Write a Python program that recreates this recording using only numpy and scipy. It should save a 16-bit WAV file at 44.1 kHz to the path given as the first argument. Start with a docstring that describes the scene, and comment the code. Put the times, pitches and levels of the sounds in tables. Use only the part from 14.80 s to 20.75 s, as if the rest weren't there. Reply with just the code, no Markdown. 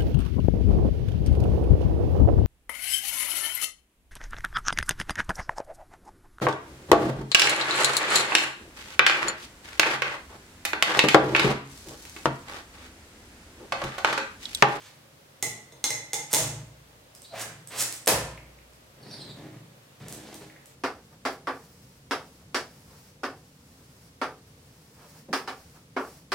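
"""At a desk in a bare room, a glass filter is tapped into a metal and plastic holder on a camera lens.
Each tap cracks and rings the glass, rim and springs; the filter rattles as it settles. A square frame
scrapes down the holder's slots in two strokes and seats with a loud snap, amid ticks, creaks and squeaks.
Afterwards an arm shifts with a rasp of its sleeve and a hand regrips the camera. Nudges make the desk
boom, and the room rings on after every contact over a low murmur of air."""
import sys
import numpy as np
from scipy import signal
from scipy.fft import rfft, irfft, next_fast_len
from scipy.io import wavfile
from scipy.ndimage import map_coordinates

SR = 44100
rng = np.random.default_rng(int(sys.argv[2]) if len(sys.argv) > 2 else 0)


def materialize(psi):
    """Save the field psi as 16-bit PCM at rate SR to the path in sys.argv[1].

    A 1-D psi becomes a single channel; in a 2-D psi each row is a channel.
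    """
    bounded = np.clip(np.atleast_2d(psi).T, -1, 1)
    quanta = np.round(bounded * 32767).astype(np.int16)
    wavfile.write(sys.argv[1], SR, quanta)


N = 262395
AGE = np.arange(SR // 4) / SR  # seconds since a hit
GRID_HZ = np.fft.rfftfreq(4096, 1 / SR)

# the filter hitting the holder: start_s, crack_db, rim_db, rim_pitch_hz, springs_db, glass_db,
# favoured_glass_hz, edge_db, knock_db, barrel_db, hardness_db_per_octave
FILTER_TAPS = [(.626, -23.5, -33, 2046, -44, -34, 6880, -39, -43, -45, 3),
               (.6288, -34, -41, 1970, -38, -37, 6880, -39, -41, -71, -9.5),
               (.922, -58, -63, 2060, -55, -57, 6360, -61, -51.5, -70, 7),
               (1.041, -23, -36.5, 2108, -28, -26.5, 6520, -34, -48, -48, -0.5),
               (1.105, -29, -33, 2048, -39.5, -28, 6360, -42, -40.5, -55, 0.5),
               (1.3327, -25.5, -37.5, 2093, -41, -33.5, 6520, -38, -42, -40.5, -0.5),
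               (1.341, -32, -46, 2070, -39, -33.5, 6880, -37, -47, -53, -0.5),
               (1.5305, -17, -39.5, 2104, -36, -32, 6500, -46, -33, -40.5, 11),
               (1.537, -19, -41, 2055, -37, -42, 6680, -38, -35, -36, -0.5),
               (1.546, -21.5, -44, 2085, -35, -31, 6500, -28.5, -37.5, -40, -1)]
# the frame catching and seating in the slots: start_s, crack_db, knock_db
FRAME_SNAPS = [(2.632, -60, -71), (2.92, -48, -70), (3.025, -38, -75), (3.272, -24.5, -26),
               (3.2763, -15.5, -33.5)]
# pushes along the slots, levels at full speed: start_s, length_s, scrape_db, rub_db
SLOT_PUSHES = [(1.481, 0.038, -33, -44), (2.513, 0.11, -35.5, -40), (2.887, 0.13, -25, -40)]
# the holder's clips ticking: start_s, crack_db, pitch_hz, ring_db
CLIP_TICKS = [(2.350, -47.5, 4930, -55), (2.419, -48.5, 8380, -50), (2.8737, -44, 8320, -44),
              (3.125, -33.5, 7600, -47), (3.2605, -40, 8400, -37), (3.934, -61, 5060, -67),
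              (5.2837, -40.5, 9200, -60), (5.3253, -38.5, 8940, -55), (5.543, -43, 4070, -55),
              (5.8578, -50, 8600, -67)]
# plastic creaking under the fingers: start_s, pitch_hz, level_db
PLASTIC_CREAKS = [(2.635, 1630, -39), (3.023, 1920, -35.5), (3.575, 2200, -45), (3.787, 2270, -55.5),
                  (5.698, 2000, -50), (5.761, 1970, -52)]
# the camera or arm nudging the desk: start_s, boom_db, sway_db
DESK_NUDGES = [(1.556, -49, -68), (1.612, -39.5, -57), (1.72, -49, -66), (2.659, -50, -60),
               (2.745, -50, -59), (3.29, -45, -62), (3.332, -40, -43.5), (4.34, -54, -64),
               (4.461, -50.5, -62), (4.569, -52, -66), (4.635, -50, -63), (4.72, -53, -65),
               (5.208, -46.5, -60), (5.25, -50, -62)]
# shifts of the arm and hand: start_s, rise_s, hold_s, dull_rub_db, hollow_rub_db, rustle_db
ARM_MOVES = [(0, 0.0011, 0.074, -71, -74, -53.5), (4.1, .22, .17, -51, -57, -66),
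             (4.555, .015, .1, -51, -53, -63), (4.71, .03, .02, -53, -63, -73),
             (5.195, 0.011, 0.062, -48.5, -67, -58), (5.262, 0.045, 0.083, -58, -50.5, -56.5),
             (5.385, 0.093, 0.059, -57, -49, -54.5), (5.602, 0.012, 0.013, -52.5, -53.5, -54)]

# stick-slip glides: time_s, pitch_hz, relative_level_db
FINGER_GLIDE = [(2.432, 4100, -64), (2.447, 4450, -51), (2.485, 4750, -48), (2.51, 4600, -54),
                (2.54, 4470, -59)]
FRAME_GLIDE = [(2.495, 725, -60), (2.51, 707, -48), (2.53, 647, -43), (2.545, 701, -38), (2.56, 690, -52),
               (2.58, 700, -62)]
SLEEVE_GLIDE = [(4.205, 5300, -68), (4.235, 5350, -52), (4.29, 5380, -51), (4.32, 5350, -43.5),
                (4.37, 5100, -44.5), (4.40, 4850, -42.5), (4.44, 4650, -46), (4.465, 4600, -54),
                (4.515, 4550, -48), (4.545, 4400, -68)]
# strands of a rubbing contact: pitch_ratio, relative_level_db
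STRANDS = [(1, -2.5), (.87, -1.5), (.79, -5), (.7, -7)]

# what rings when struck: pitch_hz, relative_level_db, t60_s
GLASS_MODES = [(5470, 4, 0.031), (6220, -2, .041), (6350, -1.5, 0.074), (6460, 0.5, 0.06), (6710, -4, .045),
               (6730, -2, .046), (6800, -8, .036)]
EDGE_MODES = [(8550, -1, 0.052), (8200, -5, .05), (8700, -5, 0.032), (9100, -7, 0.031)]  # the filter's edge
SPRING_MODES = [(3534, 4, 0.029), (4014, 2.5, 0.027), (4200, -5, 0.018), (4650, -2, 0.011),
                (5360, -2, 0.013), (5700, -9, 0.033)]  # the holder's springs
BARREL_MODES = [(823, -2, 0.06), (860, -4.5, 0.071)]  # the holder's barrel
BODY_MODES = [(312, -6, 0.054), (339, -6, 0.061), (464, 1, 0.069), (624, 4, 0.037), (720, -10.5, 0.04),
              (932, 2.5, 0.023)]  # camera and holder together
FRAME_MODES = [(318, -5.5, 0.092), (505, -3, 0.077), (540, 4, 0.063), (621, 1.5, 0.059), (685, -3, 0.081),
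               (962, 0.5, 0.053), (1045, -0.5, 0.05), (1220, -7, 0.073), (1260, -17, 0.069),
               (1778, 1, 0.043), (2540, -1, 0.069)]
DESK_TOP_MODES = [(98, -8, .06), (118, -4, .07), (145, 2, .055), (172, -4, .05), (198, -5, .045)]
DESK_SWAY_MODES = [(57, -9, 0.097), (76.4, -0.5, 0.086)]
ROOM_MODES = [(59.4, -48.5, 1.97), (72, -59, 1.1), (116.1, -43, 0.69), (144.1, -47, 0.71), (165, -51.5, 1),
              (312.2, -44.5, 0.56), (518, -50, 0.33), (608, -46, 0.23), (831, -53.5, 0.76),
              (928, -42.5, 0.33)]  # standing waves
# rings tuned anew for each hit: pitch_ratio, relative_level_db, t60_s
RIM_MODES = [(.96, -13, .045), (1, -3, .13), (1.025, -11, .035)]  # the filter's metal rim, whose pitch shifts with the grip
CLIP_MODES = [(.96, -1, .012), (1, 6, .015), (1.04, 1, .011), (1.13, -6, 0.025)]

# tone colours of the cracks and noises: frequency_hz, relative_level_db
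TAP_EQ = [(30, -22.5), (150, -4.5), (400, -5), (1400, -5), (3000, -2.5), (5000, -1.5), (6600, 6),
          (8500, 2.5), (11000, -3), (16000, -9.5)]
SNAP_EQ = [(30, -30), (60, -12), (200, -3), (450, 7.5), (900, 3.5), (1400, 2.5), (1850, 1), (2600, 0.5),
           (4500, 1.5), (8000, 2.5), (11000, 1.5), (16000, -6)]
TICK_EQ = [(100, -4), (2000, -5), (5000, 2.5), (7200, 6), (8300, 9), (9500, 4), (16000, -1)]
SCRAPE_EQ = [(300, -77), (1200, -21), (3000, -9.5), (5000, -5), (8000, -1), (11000, -7.5), (16000, -13.5)]
RUB_EQ = [(40, -38), (120, -4.5), (250, -15), (450, -7), (680, -6), (900, -7), (1300, -7.5), (2200, -7.5),
          (4000, -13), (12000, -26)]
ARM_EQ = [(30, -54), (70, -20), (115, 4), (190, 3.5), (330, -4), (480, -4.5), (900, -16.5), (2000, -13.5),
          (5000, -30.5), (16000, -42)]
RUSTLE_EQ = [(300, -44), (900, -5), (2000, -4), (4000, -4), (8000, -11), (16000, -22)]
HOLLOW_EQ = [(100, -28), (200, -4.5), (320, 0.5), (440, -2), (600, -10), (850, -10), (1300, -23),
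             (4000, -51), (16000, -70)]  # the camera body under a rubbing hand
AIR_EQ = [(15, -76), (25, -10), (43, -27), (76, -5), (149, 3), (170, -10), (206, -5), (394, -9), (503, -6),
          (545, -3.5), (695, -10), (1160, -12), (3520, -16), (16000, -25.5)]

# reverb time of the bare walls: frequency_hz, t60_s
WALL_DECAY = [(60, 0.99), (150, 1), (400, 0.5), (1000, 0.6), (2000, 0.6), (4000, 0.48), (8000, 0.44),
              (15000, 0.27)]
# stereo width of the reverb and the air: frequency_hz, side_minus_mid_db
REVERB_SPREAD = [(80, -30), (170, -23), (350, -14), (700, -9.5), (1400, -4), (2800, 0), (8000, -0.8)]
AIR_SPREAD = [(80, -32), (200, -9.5), (500, -4), (1400, 2), (8000, 0)]
# the lean to the right, added on that side and taken off the left: frequency_hz, gain_db
RIGHT_LEAN = [(300, 0), (2000, 0.33), (4000, 0), (8000, 1), (16000, 0)]


def filter_taps(favour_db=5, favour_width_hz=71, desk_under_knock_db=-12.5):
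    """Each tap cracks, rings the filter and its holder, and knocks the camera and the desk under it."""
    out = np.zeros((2, N))
    for (start, crack_db, rim_db, rim_hz, springs_db, glass_db,
         favoured_hz, edge_db, knock_db, barrel_db, hardness) in FILTER_TAPS:
        rim = np.multiply(RIM_MODES, [rim_hz, 1, 1])
        # the point of contact favours the glass modes near one pitch
        glass = [(hz, db + favour_db * np.exp(-((hz - favoured_hz) / favour_width_hz) ** 2), t60)
                 for hz, db, t60 in GLASS_MODES]
        hit = amp(crack_db) * crack(TAP_EQ, t60_s=0.02, rise_s=0.0001, spike=1.8, tilt_db=hardness)
        for modes, db in [(rim, rim_db), (SPRING_MODES, springs_db), (glass, glass_db),
                          (EDGE_MODES, edge_db), (BARREL_MODES, barrel_db)]:
            hit += amp(db) * ring(modes, scatter_db=1.5, detune=0.002, rise_s=0.0003)
        hit += amp(knock_db) * ring(BODY_MODES, scatter_db=0.5, detune=0.023, rise_s=0.00026)
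        desk = ring(DESK_TOP_MODES, scatter_db=2, detune=0.014, rise_s=0.0026)
        hit += amp(knock_db + desk_under_knock_db) * desk
        add(out, start, room(hit, wet_db=1.5))
    return out


def filter_rattle(start_s=1.565, gap_s=0.021, contacts=6, level_db=-25, loss_db=3):
    """The settling filter chatters in ever weaker, uneven contacts, each with a knock of the holder."""
    out = np.zeros((2, N))
    for k, jitter in enumerate(rng.uniform(-0.3, 0.3, contacts)):
        click = crack(TAP_EQ, t60_s=0.017, rise_s=0.0004, spike=0.82)
        knock = amp(-10.5) * ring(BODY_MODES, scatter_db=2.5, detune=0.039, rise_s=0.00068)
        hit = amp(level_db - k * loss_db) * (click + knock)
        add(out, start_s + (k + jitter) * gap_s, room(hit, wet_db=4))
    return out


def frame_snaps():
    """The plastic frame catches, then hits its stop: a broad crack over a hollow knock."""
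    out = np.zeros((2, N))
    for start, crack_db, knock_db in FRAME_SNAPS:
        hit = amp(crack_db) * crack(SNAP_EQ, t60_s=0.014, rise_s=0.00096, spike=0.77)
        hit += amp(knock_db) * ring(FRAME_MODES, scatter_db=1.5, detune=0.003, rise_s=0.0004)
        add(out, start, room(hit, wet_db=5))
    return out


def slot_slides(grip_s=0.057, stop_t60_s=0.11):
    """Edges scrape in the slots over a lower rub; as a push gathers speed, the scrape swells most."""
    scrape_gain, rub_gain = np.zeros((2, N))
    for start, length, scrape_db, rub_db in SLOT_PUSHES:
        scrape_gain += amp(scrape_db) * stroke(start, grip_s, length, stop_t60_s, swell_db=48)
        rub_gain += amp(rub_db) * stroke(start, grip_s, length, stop_t60_s, swell_db=1)
    scrape = scrape_gain * friction(SCRAPE_EQ, slips_per_s=900, grit=0.76, judder_db=-2)
    rub = rub_gain * friction(RUB_EQ, slips_per_s=430, grit=0.47, judder_db=2)
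    return room(scrape + rub, wet_db=-1)[:, :N]


def clip_ticks():
    """The holder's clips tick, light and bright, each with a brief ring."""
    out = np.zeros((2, N))
    for start, crack_db, hz, ring_db in CLIP_TICKS:
        modes = np.multiply(CLIP_MODES, [hz, 1, 1])
        hit = amp(crack_db) * crack(TICK_EQ, t60_s=0.014, rise_s=0.0002, spike=1)
        hit += amp(ring_db) * ring(modes, scatter_db=1, detune=0.002, rise_s=0.0003)
        add(out, start, room(hit, wet_db=3.5))
    return out


def plastic_creaks():
    """The plastic sticks and lets go in a short pitched rasp."""
    out = np.zeros((2, N))
    for start, hz, db in PLASTIC_CREAKS:
        resonance = [(hz / 2, -30), (hz * 0.88, -4), (hz, 0), (hz * 1.12, -4), (hz * 2, -30)]
        rasp = amp(db) * crack(resonance, t60_s=0.029, rise_s=0.00032, spike=0)
        add(out, start, room(rasp, wet_db=-1))
    return out


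def squeaks():
    """A fingertip squeaks on the frame, the frame groans into motion, a sleeve drags in a falling rasp."""
    finger = stick_slip(FINGER_GLIDE, STRANDS[:2], roughness=0.06, flutter_db=2, overtone_db=-24)
    frame = stick_slip(FRAME_GLIDE, STRANDS[:1], roughness=0.2, flutter_db=3, overtone_db=-14)
    sleeve = stick_slip(SLEEVE_GLIDE, STRANDS, roughness=0.048, flutter_db=3.5, overtone_db=-11)
    return room(amp(-3) * (finger + frame + sleeve), wet_db=-1)[:, :N]


def desk_thumps(rise_s=0.0031):
    """Soft nudges make the desk top boom and the whole desk sway."""
    out = np.zeros((2, N))
    attack = 1 - np.exp(-AGE / rise_s)  # soft flesh spreads the push
    for start, boom_db, sway_db in DESK_NUDGES:
        boom = amp(boom_db) * ring(DESK_TOP_MODES, scatter_db=1, detune=0.01, rise_s=0.0026)
        sway = amp(sway_db) * ring(DESK_SWAY_MODES, scatter_db=1, detune=0.005, rise_s=0.0026)
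        add(out, start, room((boom + sway) * attack, wet_db=2))
    return out


def handling(settle_t60_s=0.28):
    """The arm drags in dull stutters, the hand rubs the hollow camera body, skin and cloth rustle."""
    arm_gain, hollow_gain, rustle_gain = sum(
        np.outer(amp(levels_db), stroke(start, rise, rise + hold, settle_t60_s))
        for start, rise, hold, *levels_db in ARM_MOVES)
    arm = arm_gain * friction(ARM_EQ, slips_per_s=221, grit=1, judder_db=3.5)
    rustle = rustle_gain * friction(RUSTLE_EQ, slips_per_s=1500, grit=0.4, judder_db=4)
    hollow = hollow_gain * friction(HOLLOW_EQ, slips_per_s=110, grit=1.5, judder_db=4)
    return room(arm + rustle + hollow, wet_db=-2)[:, :N]


def room(x, wet_db, predelay_s=0.007, shadow=0.19, build_s=0.0024, bass_hz=139):
    """The direct sound, then the walls' dense reverb and the building standing waves."""
    hz, t, spectra = signal.stft(rng.standard_normal((2, SR)), SR, nperseg=256)
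    decay = amp(-60 * t / along(WALL_DECAY, hz)[:, None])
    tail = signal.istft(spectra * decay, SR, nperseg=256)[1][:, :SR]
    tail = diffuse(tail, REVERB_SPREAD)
    tail = low_cut(tail / np.linalg.norm(tail[0]), bass_hz, order=2)  # standing waves take over below
    t = np.arange(SR) / SR
    build = 1 - np.exp(-t / build_s)
    for mode_hz, db, t60 in ROOM_MODES:
        tail += amp(db - 8 - 60 * t / t60) * build * np.sin(2 * np.pi * mode_hz * t)
    response = amp(wet_db) * np.pad(tail, ((0, 0), (round(predelay_s * SR), 0)))
    response[:, :3] += [[1 - shadow, shadow, 0], [0, 1 + shadow, -shadow]]  # direct: brighter on the right
    return signal.fftconvolve(x[None], response, axes=1)


def room_air(level_db=-55):
    """Room tone: a steady low murmur of air and a faint hiss."""
    murmur = filtered(rng.standard_normal((2, N)), lambda hz: amp(along(AIR_EQ, hz)))
    return amp(level_db) * unit(diffuse(murmur, AIR_SPREAD))


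def crack(eq, t60_s, rise_s, spike, tilt_db=0):
    """Hard edges meet: a spike and a burst of chatter, tilted per octave so harder hits are brighter."""
    burst = rng.standard_normal(len(AGE)) * amp(-60 * AGE / t60_s) * (1 - np.exp(-AGE / rise_s))
    burst[0] += spike
    power = np.abs(rfft(burst, 2 * len(GRID_HZ) - 2)) ** 2
    flatten = 1 / np.sqrt(power / power.mean() + 0.08)  # evens out the burst's chance peaks
    octaves = np.log2(np.maximum(GRID_HZ / 700, 1))
    return unit_attack(causal(burst, flatten * amp(along(eq, GRID_HZ) + tilt_db * octaves)))


def ring(modes, scatter_db, detune, rise_s):
    """Damped modes; grip and point of contact vary their strengths and pitches at each hit."""
    hz, db, t60 = np.transpose(modes)[:, :, None]
    scatter, shift, polarity = rng.standard_normal((3, len(modes), 1))
    swing = np.sign(polarity) * np.sin(2 * np.pi * hz * (1 + detune * shift) * AGE) / hz
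    decay = amp(db + scatter_db * scatter - 60 * AGE / t60)
    motion = (decay * swing).sum(0) * (1 - np.exp(-AGE / rise_s))
    return unit_attack(np.diff(motion, prepend=0))  # the surface's speed is what radiates


def friction(eq, slips_per_s, grit, judder_db, judders_per_s=130):
    """Tiny slips at random moments over a smooth hiss; the grip judders as it moves."""
    slips = (rng.random(N) < slips_per_s / SR) * rng.uniform(-1, 1, N)
    position = np.arange(N) * judders_per_s / SR
    knots = rng.uniform(-1, 1, int(position[-1]) + 2)
    judder = amp(judder_db * map_coordinates(knots, [position]))
    texture = grit * unit(slips) + rng.standard_normal(N)
    return unit(causal(judder * texture, amp(along(eq, GRID_HZ))))


def stick_slip(glide, strands, roughness, flutter_db, overtone_db, drift=0.0121, catch_db=5.5):
    """A squeal pitched by sliding speed; each strand strays with pressure and catches on its own."""
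    times, hz, db = np.transpose(glide)
    t = np.arange(round(times[0] * SR), round(times[-1] * SR)) / SR
    tone = np.zeros(len(t))
    for ratio, strand_db in strands:
        stray = 1 + drift * wobble(t, 45) + roughness * wobble(t, 2500)
        pitch = ratio * np.interp(t, times, hz) * stray
        phase = 2 * np.pi * np.cumsum(pitch) / SR
        grip = amp(strand_db + catch_db * wobble(t, 55) + flutter_db * wobble(t, 500))
        tone += grip * (np.sin(phase) + amp(overtone_db + strand_db) * np.sin(2 * phase))
    out = np.zeros(N)
    add(out, times[0], unit(tone) * amp(np.interp(t, times, db)))
    return out


def stroke(start_s, rise_s, length_s, t60_s, swell_db=0):
    """Envelope of one movement: it takes hold softly, eases up to full speed, then dies away."""
    age = np.arange(N) / SR - start_s
    ease = lambda span: np.sin(np.pi / 2 * np.clip(age / span, 0, 1)) ** 2
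    release_db = -60 * np.maximum(age - length_s, 0) / t60_s
    return ease(rise_s) * amp(swell_db * (ease(length_s) - 1) + release_db)


def wobble(t, knots_per_s):
    """A smooth random curve over the times t."""
    return map_coordinates(rng.standard_normal(N // 4), [t * knots_per_s])


def diffuse(pair, spread):
    """Two unrelated signals as sound from all sides: narrow in the bass, wide in the treble."""
    angle = lambda hz: np.arctan(amp(along(spread, hz)))
    mid, side = filtered(pair, lambda hz: np.array([np.cos(angle(hz)), np.sin(angle(hz))]))
    return np.array([mid + side, mid - side])


def filtered(x, response):
    """Zero-phase EQ by a gain function of frequency."""
    size = next_fast_len(x.shape[-1] + SR // 8)
    return irfft(rfft(x, size) * response(np.fft.rfftfreq(size, 1 / SR)), size)[..., :x.shape[-1]]


def low_cut(x, corner_hz, order):
    """Roll off the bass."""
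    return filtered(x, lambda hz: hz ** order / np.hypot(hz ** order, corner_hz ** order))


def causal(x, gain):
    """Minimum-phase EQ with this gain on GRID_HZ: nothing rings ahead of a hit."""
    cepstrum = irfft(np.log(gain))
    half = len(cepstrum) // 2
    cepstrum[1:half] *= 2
    cepstrum[half + 1:] = 0
    return signal.fftconvolve(x, irfft(np.exp(rfft(cepstrum))))[:len(x)]


def along(points, hz):
    """Read a curve on a log frequency axis."""
    points_hz, values = np.transpose(points)
    return np.interp(np.log(hz + 1), np.log(points_hz + 1), values)


def add(track, start_s, sound):
    """Mix a sound into the track."""
    part = track[..., round(start_s * SR):][..., :sound.shape[-1]]
    part += sound[..., :part.shape[-1]]


def amp(db):
    """Decibels to gain."""
    return 10 ** (np.asarray(db) / 20)


def unit(x):
    """x at rms 1."""
    return x / np.sqrt(np.mean(x ** 2) + 1e-20)


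def unit_attack(x):
    """A hit scaled to rms 1 over its first 5 ms."""
    return x / np.sqrt(np.mean(x[:SR // 200] ** 2) + 1e-20)


def scene():
    """The action at the desk over room tone; the holder sits a little right, heard in the treble."""
    action = filter_taps() + filter_rattle() + frame_snaps() + desk_thumps() + clip_ticks()
    action = action + plastic_creaks() + squeaks() + slot_slides() + handling()
    action = low_cut(action, corner_hz=44, order=4)  # the room carries little below its lowest mode
    action = filtered(action, lambda hz: amp(np.outer([-1, 1], along(RIGHT_LEAN, hz))))
    return action + room_air()


def record(dry):
    """A steep high cut on the whole mix."""
    top_hz, fade_hz = 16100, 400
    return filtered(dry, lambda hz: np.clip((top_hz - hz) / fade_hz + 0.5, 0, 1))


dry = scene()
out = record(dry)
materialize(out)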